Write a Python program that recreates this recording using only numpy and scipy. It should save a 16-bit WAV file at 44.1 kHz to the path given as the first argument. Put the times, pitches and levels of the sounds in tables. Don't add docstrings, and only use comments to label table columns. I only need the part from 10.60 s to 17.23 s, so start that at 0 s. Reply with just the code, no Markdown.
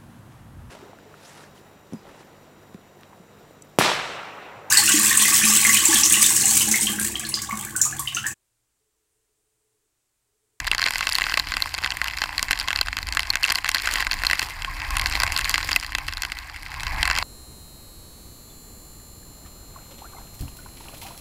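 import sys
import numpy as np
from scipy import signal
from scipy.fft import rfft, irfft
from scipy.io import wavfile

SR = 44100
rng = np.random.default_rng(int(sys.argv[2]) if len(sys.argv) > 2 else 0)


def transcribe(signal):
    frames = np.atleast_2d(signal).T
    limited = np.clip(frames, -1, 1)
    pcm = np.round(limited * 32767).astype(np.int16)
    wavfile.write(sys.argv[1], SR, pcm)


def undo_db(level):
    steps = np.asarray(level, float) / 20
    return 10 ** steps


N = 292383


def rms_one(x):
    return x / np.sqrt(np.mean(x ** 2) + 1e-20)


def in_time(rows):
    start_s, *columns = np.transpose(rows)
    return [np.interp(np.arange(N) / SR, start_s, column) for column in columns]


def drift(rate_hz):
    r = np.exp(-80 * np.pi * rate_hz / SR)
    noise = rng.standard_normal(N // 40 + 2002)
    slow = signal.lfilter([1], [1, -2 * r, r * r], noise)[2000:]
    return np.interp(np.arange(N) / 40, np.arange(len(slow)), rms_one(slow))


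def coloured(x, spectrum):
    hz = np.maximum(np.arange(N // 2 + 1) * SR / N, 1)
    point_hz, point_db = np.transpose(spectrum)
    gain_db = np.interp(np.log(hz), np.log(point_hz), point_db)
    return irfft(rfft(x) * undo_db(gain_db), N)


def band(x, low_hz, high_hz):
    return signal.sosfilt(signal.butter(2, [low_hz, high_hz], "band", fs=SR, output="sos"), x)


def high_pass(x, order, hz):
    return signal.sosfilt(signal.butter(order, hz, "high", fs=SR, output="sos"), x)


def low_pass(x, order, floor_db, hz):
    return signal.sosfilt(signal.cheby2(order, floor_db, hz, fs=SR, output="sos"), x)


def impulses(start_s, sizes):
    at = np.clip(start_s * SR, 0, N - 1).astype(int)
    return np.bincount(at, sizes, N) + 1e-18


def ring(clicks, hz, t60_s):
    r, w = undo_db(-60 / (t60_s * SR)), 2 * np.pi * hz / SR
    return signal.lfilter([0, np.sin(w)], [1, -2 * r * np.cos(w), r * r], clicks)


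# pitch_hz, level_db [dB per Hz]
RUMBLE_COLOUR = [(11, 3), (18, 29), (40, 23), (59, 7), (88, 9), (188, -1.5), (297, 1.5), (480, -29),
                 (600, -29), (780, -52), (1320, -120)]
# pitch_hz, level_db, t60_s
CABIN_BOOMS = [(32.94, 1.5, 1), (54.6, -1.5, 0.8), (77.3, -4, 0.18), (130.3, -14.5, 0.18),
               (301.6, -21.5, 0.22)]
# pitch_hz, level_db, t60_s
GAP_TONES = [(826, 3, 0.0099), (1053, 0.5, 0.025), (1612, -6, 0.02), (2080, 0.5, 0.0048), (2600, -2, 0.028)]


def wind(rumble_db, rush_db):
    white = rng.standard_normal((3, N))
    gust_db = np.minimum(rumble_db, -30)
    swell_db = gust_db + 38.5
    booms = 0
    for k, (hz, db, t60_s) in enumerate(CABIN_BOOMS):
        share = np.clip(1.15 - hz / 500, 0.4, 1)
        booms += undo_db(db - 38.5 + share * swell_db) * rms_one(ring(white[1 + k % 2], hz, t60_s))
    rumble_level_db = 3.9 * drift(3.0) - 43.5 + 0.79 * swell_db
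    rumble = rms_one(coloured(white[0], RUMBLE_COLOUR)) * undo_db(rumble_level_db)
    low = high_pass(undo_db(-1.5) * booms + rumble, 2, 27)

    rush = 0
    for k, (hz, db, t60_s) in enumerate(GAP_TONES):
        flutter = undo_db(3 * drift(14))
        rush += undo_db(db) * flutter * rms_one(ring(white[k % 3], hz, t60_s))
    rush = low_pass(band(rush, 926, 2800), 8, 30, 2900)
    rush = high_pass(rush, 3, 660)
    return low + undo_db(np.maximum(rush_db, -50) - 2.5) * rms_one(rush)


# pitch_hz, level_db [dB per Hz]
SPRAY_COLOUR = [(1470, -11.5), (2500, -13), (3660, -10.5), (4840, -2), (6290, -17), (7190, -14),
                (15000, -18.5)]


def spray(level_db):
    hiss = rms_one(coloured(rng.standard_normal(N), SPRAY_COLOUR))
    flicker_db = 3.2 * drift(40) + 5.9 * drift(170)
    return (undo_db(level_db + flicker_db) + undo_db(-81.0)) * hiss


def splash(start_s, db, t60_s):
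    fade = undo_db(-60 / (t60_s * SR))
    shape = signal.lfilter([1], [1, -fade], impulses(start_s, undo_db(db)))
    return shape * rng.standard_normal(N)


def spot_ring(start_s, db, hz, t60_at_2k_s, rise_ms, sag):
    t = np.arange(700) / SR
    luck = 0.7 + 0.6 * rng.random((len(start_s), 1))
    t60_s = t60_at_2k_s * luck * np.sqrt(2000 / hz[:, None])
    shape = (1 - np.exp(-t / (rise_ms / 1000))) * undo_db(-60 * t / t60_s)
    sine = np.sin(2 * np.pi * hz[:, None] * t * (1 + sag * (0.0015 - t)))
    tones = undo_db(db)[:, None] * shape * sine
    at = (start_s * SR).astype(int)[:, None] + np.arange(len(t))
    return np.bincount(at.ravel(), tones.ravel(), N + len(t))[:N]


# pitch_hz, level_db, t60_s
PANEL_MODES = [(291, -15.5, 0.061), (703, -24.5, 0.059), (852, -21.5, 0.046), (1080, -8.5, 0.022),
               (1557, -5, 0.018), (1910, 2, 0.0053), (2026, -7, 0.028), (2170, -1.5, 0.0042),
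               (2655, -2.5, 0.016), (3183, -4.5, 0.011), (4180, -3, 0.0092), (4763, -1.5, 0.0078),
               (5520, -13, 0.011), (7110, -6.5, 0.0054)]


def panel(start_s, db, scatter_db, smear_ms):
    out = np.zeros(N)
    chance = rng.standard_normal((len(start_s), len(PANEL_MODES)))
    smear, side = rng.random((2, len(start_s), len(PANEL_MODES)))
    for k, (hz, mode_db, t60_s) in enumerate(PANEL_MODES):
        late_s = 0.45 / hz + smear_ms / 1000 * smear[:, k] ** 2
        sizes = undo_db(db + mode_db + scatter_db * chance[:, k]) * np.sign(side[:, k] - 0.5)
        out += ring(impulses(start_s + late_s, sizes), hz, t60_s)
    return out


def patter(level_db, spread_db, crack_db):
    draw = rng.random((6000, 2))
    start_s = draw[:, 0] * N / SR
    clump_db = 1.2 * drift(22)[(start_s * SR).astype(int)]
    size = np.minimum(-np.log(draw[:, 1] + 1e-9), 1.5)
    db = spread_db * size + clump_db
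    rings = panel(start_s, db, scatter_db=5.5, smear_ms=0.8)
    burst_db = db + 4.8 * rng.standard_normal(len(start_s))
    cracks = band(splash(start_s, burst_db, t60_s=0.0012), 4900, 15700)
    lands_on = rng.integers(len(PANEL_MODES), size=len(start_s))
    spot_hz, spot_db = np.array(PANEL_MODES)[lands_on, :2].T
    pings = spot_ring(start_s, db + spot_db, spot_hz, t60_at_2k_s=0.0047, rise_ms=0.3, sag=2.4)
    mix = rms_one(rings) + undo_db(3.0) * rms_one(pings) + undo_db(crack_db) * rms_one(cracks)
    return undo_db(level_db) * mix


def big_drops(start_s, db, hz, crack_db, spread_db):
    crack = band(splash(start_s, db + crack_db + 0.2, t60_s=0.0025), 2370, 11560)
    body = band(splash(start_s, db + spread_db - 15.0, t60_s=0.02), 1280, 3750)
    spot_t60_s = 0.0076 * undo_db(-0.7 * spread_db)[:, None]
    spot = spot_ring(start_s, db - 0.8 - 1.27 * spread_db, hz, spot_t60_s, rise_ms=0.071, sag=1.9)
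    modes = panel(start_s, db + 0.44 * spread_db - 12.5, scatter_db=3.0, smear_ms=0.7)
    return spot + modes + crack + body


# start_s, peak_db, crack_db [dB re peak]
ROOF_HITS = [
    (1.0583, -18.5, -10),
    (2.2708, -19, -24),
    (2.5498, -22, -1),
    (3.8174, -17, -14),
    (4.7214, -19, 3.5),
    (4.9797, -11.5, -6),
    (6.6255, -15.5, -19),
]
# start_s, peak_db, crack_db [dB re peak]
BONNET_HITS = [(0.077, -13.5, -24), (0.2271, -10.5, -15), (0.272, -15, -22), (0.5314, -31, 13),
               (0.5988, -18, -12), (0.8708, -18, -26), (1.2372, -12.5, -19), (1.2611, -13, -10),
               (1.6386, -9.5, -13), (2.1055, -11.5, -14), (2.174, -20, -3), (2.284, -17, -19),
               (2.5709, -5, -18), (2.8913, -12.5, -12), (3.159, -13.5, -17), (3.289, -17, -24),
               (3.4133, -18, -19), (3.425, -11, -28), (3.636, -11, -11), (4.021, -20, -7),
               (4.6764, -14.5, -15), (4.7919, -13, -3), (6.2676, -15.5, -28), (6.4764, -9.5, -8),
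               (6.5001, -6, -31), (6.563, -11.5, -23.5)]
# start_s, peak_db, crack_db [dB re peak]
LOW_GLASS_HITS = [(0.0017, -11.5, -5), (0.195, -11, -13), (0.2751, -13, -19), (0.408, -6.5, -10),
                  (0.696, -9.5, -17), (0.92, -7, -31), (0.968, -8, -11), (1.1859, -10, -14),
                  (1.4158, -7, -16), (2.0841, -6, -12), (2.5359, -19, -7), (2.6315, -14, -8),
                  (2.7354, -17, -18), (2.8498, -9, -5), (2.905, -3, -21), (3.4053, -8.5, -7),
                  (3.5405, -13.5, -4), (3.7543, -16, -14), (4.218, -17, -31), (4.355, -13, -13),
                  (4.8113, -12, -2), (5.0287, -12, -19), (5.234, -17, -8), (5.3842, -11.5, -4),
                  (5.4842, -12.5, -19), (5.634, -11, -22), (5.65, -11, -10), (5.8978, -21.5, -17),
                  (6.5116, -4.5, -19), (6.552, -11, -13)]
# start_s, peak_db, crack_db [dB re peak]
CLEAN_GLASS_HITS = [(0.133, -11, -26), (0.259, -6.5, -18), (0.357, -5.5, -23), (0.428, -6, -24),
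                    (0.6186, -4, -23), (1.0033, -18, -1), (1.141, -7.5, -6), (1.5746, -12.5, -9),
                    (1.794, -7.5, -11), (2.1296, -6, -15), (2.329, -7.5, -34), (2.594, -3, -7),
                    (2.742, -16, -26), (2.882, -4.5, -24), (2.9228, -8, 5), (2.9858, -8, -10),
                    (3.1687, -11.5, -19), (3.4679, -4.5, -27), (3.5195, -8, -5.5), (4.396, -3, -10),
                    (4.553, -3, -12), (4.607, -23, -19), (4.6657, -7.5, -10), (4.9574, -7.5, -22),
                    (5.0107, -12.5, -20), (5.0906, -4.5, -20), (5.491, -18, -13), (6.2331, -9.5, -5)]
# start_s, peak_db, crack_db [dB re peak]
SMEARED_GLASS_HITS = [(0.2845, -12, -18), (0.3073, -8.5, -5), (0.9387, -9.5, -27), (1.1798, -14.5, -5),
                      (1.245, -5, -31), (1.32, -9.5, -22), (1.37, -15, 0.5), (1.6179, -0.5, -35),
                      (3.0787, -13, -9), (3.0911, -2.5, 0), (3.1157, -14, 1), (3.3565, -7, -14),
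                      (3.699, -8, -8), (3.8287, -12.5, -18), (4.3064, -18, 4.5), (4.352, -30, -21),
                      (4.564, -15, -12), (5.0744, -28.5, 11), (5.3503, -7, -2.5), (5.481, -16, -4),
                      (5.7196, -10.5, -11), (6.454, -6.5, -14)]
# start_s, peak_db, crack_db [dB re peak]
HIGH_GLASS_HITS = [(0.0716, -9.5, -0.5), (0.148, -3.5, -11), (0.491, -11, -3), (0.5845, -4.5, -7),
                   (0.61, -7.5, -27), (0.6398, -8, -24), (0.7155, -17, -6), (1.4429, -14, -3),
                   (1.4822, -9.5, -10), (1.9752, -12, -24), (2.0121, -9.5, -16), (2.076, -12.5, -17),
                   (2.1888, -6.5, -23), (2.3684, -8, -10), (2.3867, -9.5, -8), (2.4878, -11, -8),
                   (2.7555, -3.5, -3), (3.0448, -6.5, -15), (3.2732, -2.5, -14), (3.6491, -7, -17),
                   (4.0469, -9, -17), (4.852, -9, -5), (5.1163, -5, -8), (5.525, -16, -12),
                   (6.5755, -7, -23)]
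# start_s, peak_db, crack_db [dB re peak]
MOUNT_HITS = [(0.1814, -13.5, -5.5), (0.2174, -10, -12), (0.2403, -11, -22), (0.3821, -21, 6.5),
              (0.547, -19, -9), (0.792, -21, -5), (0.7972, -4.5, -26), (1.1482, -17, -19),
              (1.305, -14.5, -21), (1.7805, -11, -6), (2.1603, -11.5, -9.5), (2.429, -20, -8),
              (2.5245, -12, -12), (2.605, -22, -3), (2.8324, -11.5, -5), (2.9559, -9.5, -7),
              (3.1465, -7, -9), (3.183, -15, -10), (3.199, -17.5, -16), (3.2206, -21, -0.5),
              (3.5127, -12.5, -25), (3.5317, -11.5, -22), (3.7943, -10, 0), (4.536, -17.5, -16),
              (4.6198, -11.5, -24), (0.7764, -13, -15), (4.7641, -9, -13), (4.845, -16.5, -4),
              (5.571, -18, -10), (5.621, -16.5, 1.5)]
# start_s, peak_db, crack_db [dB re peak]
RIM_HITS = [(0.3364, -11, -3), (0.4974, -18, 6), (0.5236, -10, -3), (0.8868, -18, -2), (1.586, -12, -7),
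            (1.999, -10.5, 0), (2.9007, -5, -1), (3.1507, -6, -5), (3.3385, -13.5, 9.5), (4.3843, -20, 7),
            (4.414, -13, 1), (4.601, -1.5, -2), (4.8947, -4.5, 5), (4.9165, -18, -4), (4.947, -7, -12),
            (5.1299, -7.5, -15), (5.1512, -21, -8), (5.536, -14, -7)]
# pitch_hz, scatter_hz, spread_db [into the panel, dB re ring], shift_db [level]
SPOT_KINDS = [
    (1070, 11, 1.5, 5.5),
    (1686, 16, 1, 4),
    (1820, 33, 5.5, 0.5),
    (2070, 21, 2, -1),
    (2070, 12, 4.5, 0.5),
    (2700, 175, 4, -0.5),
    (4320, 82, -1.5, 5),
    (4790, 54, -1, -2),
]
# start_s, peak_db, pitch_hz, crack_db [dB re peak],
# spread_db [dB re ring]
HEAVY_DROPS = [(0.1147, -0.5, 2720, -13, -1.5), (0.2628, -0.5, 2080, -25, 3.5),
               (0.4698, -1.5, 1880, -18, 4.5), (0.553, -6, 4360, 6, -5), (0.7406, -2.5, 2700, -5, -1.5),
               (0.7737, 0.5, 2000, -11, 2), (1.0222, -3.5, 4200, -12, -3.5),
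               (1.8281, -4.5, 4790.0, 3.5, 0.5), (1.9091, 3, 2740, -11, 1.5), (1.93, -4.5, 2700, -20, 9),
               (2.2121, 2, 4200, -15, -2), (2.703, -5.5, 4320, -7, -5), (2.8408, -7, 2720, -18, -6.5),
               (3.6677, -4, 4240, -7, -4.5), (3.711, -4, 1620, -9, 10), (3.7318, -1, 1990, -10, -0.5),
               (4.5187, -22, 4500, -12, 1), (4.3686, -4.5, 1990, -2, 7), (4.4593, -2.5, 4460, -9.5, -0.5),
               (4.6341, 0.5, 1980, -7, 2.5), (4.9415, 1.5, 2080.0, -13, 3.5), (5.1615, 2.5, 2600, 7, -3.5),
               (6.4292, 4, 1910, -22, 2.5), (6.5861, -6.5, 1070.0, -2, 13.5)]


def all_drops():
    rows = [np.transpose(HEAVY_DROPS)]
    spots = (ROOF_HITS, BONNET_HITS, LOW_GLASS_HITS, CLEAN_GLASS_HITS,
             SMEARED_GLASS_HITS, HIGH_GLASS_HITS, MOUNT_HITS, RIM_HITS)
    for hits, (hz, scatter_hz, spread_db, shift_db) in zip(spots, SPOT_KINDS):
        start_s, db, crack_db = np.transpose(hits)
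        luck = rng.standard_normal((len(start_s), 2))
        heavier_db = db + 11.5
        spread = spread_db + 1.5 * luck[:, 1] - 0.1241 * heavier_db
        rows.append([start_s, db + shift_db, hz + scatter_hz * luck[:, 0], crack_db + 2, spread])
    return np.hstack(rows)


def thuds(start_s, db):
    luck = rng.standard_normal((len(start_s), 2))
    push_db = np.minimum(db, -1.5) + 1.2 + 1.7 * luck[:, 0]
    return band(impulses(start_s, undo_db(push_db) * np.sign(luck[:, 1])), 46, 374)


# start_s, peak_db, pitch_hz
DULL_DROPS = [(0.1274, -19, 1080.0), (0.1902, -17, 1590.0), (0.6866, -21, 2010.0), (0.7214, -16, 1490.0),
              (0.8033, -29, 2110.0), (0.8417, -30, 2440.0), (0.8791, -30, 2090.0), (0.9012, -23.5, 2260.0),
              (0.9256, -29, 2120.0), (0.9787, -25, 2070), (1.073, -22, 2020.0), (1.0781, -30, 2100.0),
              (1.154, -31, 2080.0), (1.2282, -22, 1610.0), (1.461, -18, 1640.0), (1.5358, -20, 2080.0),
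              (1.629, -28, 4450.0), (1.8896, -22, 2110), (1.9015, -33, 2170.0), (2.0412, -26, 2060.0),
              (2.1132, -17, 1540), (2.3805, -24, 1920.0), (4.6097, -15, 1970), (2.481, -23, 2070),
              (2.6542, -24, 1940), (2.68, -33, 1740.0), (2.708, -33, 2160.0), (2.9195, -10.5, 1990),
              (2.8266, -20, 1700.0), (2.8557, -17.5, 1520), (3.0605, -14.5, 1720.0), (3.1912, -21, 2440.0),
              (3.25, -20, 2030.0), (3.2555, -21, 2130), (3.0565, -17.5, 1800), (3.374, -20, 2780.0),
              (3.4976, -27, 1520.0), (3.6188, -19, 1820.0), (4.2033, -21, 2000.0), (4.2488, -22.5, 1760),
              (3.7915, -18, 2600), (1.6355, -25, 1690), (4.8195, -24, 1900), (4.7017, -20, 2010.0),
              (4.8573, -15, 2210.0), (5.293, -26.5, 1070.0), (5.3305, -24, 2060.0), (3.3985, -16, 1900),
              (5.9449, -27.5, 2100.0), (6.0626, -25, 2050.0), (6.1418, -23.5, 2000), (6.198, -21, 2440.0),
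              (6.321, -27, 1720.0), (6.3833, -21, 1610.0)]
# start_s, peak_db, pitch_hz
CRISP_DROPS = [(0.0513, -26, 1650.0), (0.0682, -15, 2070.0), (0.207, -21.5, 2100.0), (0.4247, -23, 2520.0),
               (0.436, -24, 2130.0), (0.5146, -21, 2080.0), (0.5357, -25, 1520.0), (0.659, -24, 5080.0),
               (0.6668, -13, 1490), (1.1105, -34, 4180.0), (0.0816, -17, 4600), (1.2745, -17, 2800),
               (1.4568, -22.5, 2010.0), (1.471, -23, 960.0), (1.4995, -21.5, 2080.0), (1.51, -23, 2670.0),
               (1.593, -26, 4960.0), (1.658, -19.5, 1080.0), (1.6915, -20, 970.0), (1.7284, -21.5, 1680.0),
               (1.7483, -26, 1980.0), (4.5125, -19, 4700), (1.884, -19.5, 2050.0), (1.9563, -24, 1830.0),
               (2.0216, -27, 1400.0), (2.154, -21, 1610.0), (2.2298, -24, 2590.0), (2.622, -25.5, 4910.0),
               (2.77, -18, 2170.0), (2.9437, -24, 1700.0), (2.977, -22, 4220.0), (2.983, -18, 2440.0),
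               (3.322, -17, 2840.0), (3.3473, -23, 2000), (3.4438, -28, 2020.0), (3.5682, -23, 1910.0),
               (0.7075, -24, 4300), (3.811, -26, 4230.0), (4.1996, -22.0, 4950), (4.4192, -13, 1980.0),
               (4.486, -23, 1560.0), (4.5244, -13.5, 4870), (4.5736, -18, 1010.0), (4.868, -22, 2430.0),
               (5.0042, -20, 1990.0), (5.2274, -18, 2210.0), (5.2465, -20, 1820.0), (0.2855, -16, 4380),
               (3.589, -23, 4500), (5.6995, -24.5, 2110.0), (5.7704, -24, 2110), (6.1174, -25, 1640.0),
               (6.28, -20, 1910.0), (6.5311, -21, 1770.0)]
# start_s, peak_db, pitch_hz
SHARP_DROPS = [(0.045, -22, 2650.0), (0.3226, -22, 4740.0), (0.3467, -21, 4880.0), (0.3906, -17, 2730.0),
               (0.4416, -23, 1980.0), (0.5623, -19, 2650.0), (1.092, -23, 4220), (2.0066, -18, 4800),
               (1.3149, -22, 2190.0), (1.5707, -22, 4150.0), (2.862, -17, 4240), (1.917, -16, 1810.0),
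               (1.99, -17, 4470.0), (2.0283, -22, 1810), (2.261, -22, 1610.0), (2.47, -19, 4540.0),
               (3.2585, -16, 6960), (2.6712, -25.0, 4610.0), (2.728, -21, 2060.0), (2.8764, -18, 2760.0),
               (2.9503, -19, 4860.0), (3.0658, -23.0, 2150.0), (3.0876, -17, 2500.0), (3.312, -16, 4450.0),
               (3.4485, -19, 2120.0), (3.474, -23, 1110.0), (3.597, -23, 1960.0), (3.654, -17, 4810.0),
               (3.8867, -24, 1100), (3.9062, -26, 2130.0), (4.7277, -21, 4800), (0.3675, -26, 4500),
               (4.4683, -18, 7000), (4.4716, -18.0, 4380.0), (4.4986, -18, 2060.0), (4.776, -10.5, 4600),
               (4.7875, -16, 2680.0), (4.8767, -22, 2120.0), (4.905, -22, 3140.0), (4.912, -16, 4540.0),
               (3.102, -27, 5500), (4.4763, -28, 9000), (5.111, -16, 2890.0), (1.475, -19, 4800),
               (5.199, -21.5, 4920.0), (5.211, -26.5, 1920.0), (5.3212, -20.5, 1880.0), (5.2644, -21, 4470),
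               (5.4675, -28, 4690.0), (5.5799, -24, 1570), (5.7877, -20, 4420), (5.9617, -26, 1990),
               (6.031, -27, 2020.0), (6.2063, -21, 2000.0)]
# crack_db [dB re peak], spread_db [into the panel, dB re ring], shift_db [level]
LIGHT_KINDS = [
    (-30, 0, 3.5),
    (-13, 1, 4),
    (0, -0.5, 1),
]


def taps():
    rows = []
    for hits, (crack_db, spread_db, shift_db) in zip((DULL_DROPS, CRISP_DROPS, SHARP_DROPS), LIGHT_KINDS):
        start_s, db, hz = np.transpose(hits)
        same = np.ones(len(start_s))
        rows.append([start_s, db + shift_db, hz, crack_db * same, spread_db * same])
    return big_drops(*np.hstack(rows))


# middle_s, level_db
WHISTLE_PUFFS = [
    (4.086, -25),
    (4.315, -28.5),
    (4.77, -29),
]


def whistle():
    pitch_hz, width_ms = 1077, 5.6
    t = np.arange(N) / SR
    puffs = 0
    for middle_s, db in WHISTLE_PUFFS:
        puffs += undo_db(db) * np.exp(-0.5 * ((t - middle_s) * 1000 / width_ms) ** 2)
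    return puffs * np.sin(2 * np.pi * pitch_hz * t)


# start_s, rumble_db
GUST_STRENGTH = [(0.0, -31.5), (0.09, -39), (0.24, -44.5), (2.44, -41), (2.49, -35.5), (2.82, -44.5),
                 (4.26, -37.5), (4.36, -31.5), (4.54, -35.5), (4.63, -30.5), (4.86, -38), (5.11, -34.5),
                 (5.24, -44), (5.41, -37), (5.61, -42.5), (6.02, -43), (6.35, -30), (6.63, -37)]
# start_s, patter_db, air_db [rush of air]
RAIN_STRENGTH = [(0, -47.5, -48), (.35, -40, -43), (.76, -36.5, -43), (.86, -41.5, -43),
                 (1.85, -43.5, -40.5), (2.12, -42, -44), (2.33, -48, -50.5), (2.85, -44.5, -39),
                 (3.1, -44.5, -45), (3.38, -29, -36.5), (3.47, -45, -43), (3.83, -34, -42.5),
                 (3.92, -45, -43.5), (4.45, -39, -38), (5.14, -35.5, -46.5), (5.2, -46, -45.5),
                 (5.9, -47, -44.5), (6.5, -38.5, -40)]


def scene():
    (rumble_db,) = in_time(GUST_STRENGTH)
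    patter_db, air_db = in_time(RAIN_STRENGTH)
    rush_db = air_db + 0.71 * (rumble_db + 46)
    air = wind(rumble_db, rush_db) + spray(0.83 * patter_db - 15.5) + whistle()

    drops = all_drops()
    start_s, peak_db, _, _, spread_db = drops
    rain = big_drops(*drops) + patter(patter_db - 3.5, spread_db=9.5, crack_db=-8.5) + taps()
    push = thuds(start_s, peak_db + 0.53 * spread_db)
    thin = high_pass(rain, 4, 640)
    return (thin + undo_db(-20.0) * rain + push + air)[None]


def top_cut(x):
    return signal.sosfilt(signal.butter(12, 16500, fs=SR, output="sos"), x)


def record(dry):
    top = 0.47
    squeezed = dry / (1 + np.abs(dry / top) ** 5) ** (1 / 5)
    step = signal.sosfilt(signal.ellip(5, 0.3, 11, 15200, fs=SR, output="sos"), squeezed)
    mix = low_pass(step, 12, 45, 16900)
    return top_cut(mix)


dry = scene()
out = record(dry)
transcribe(out)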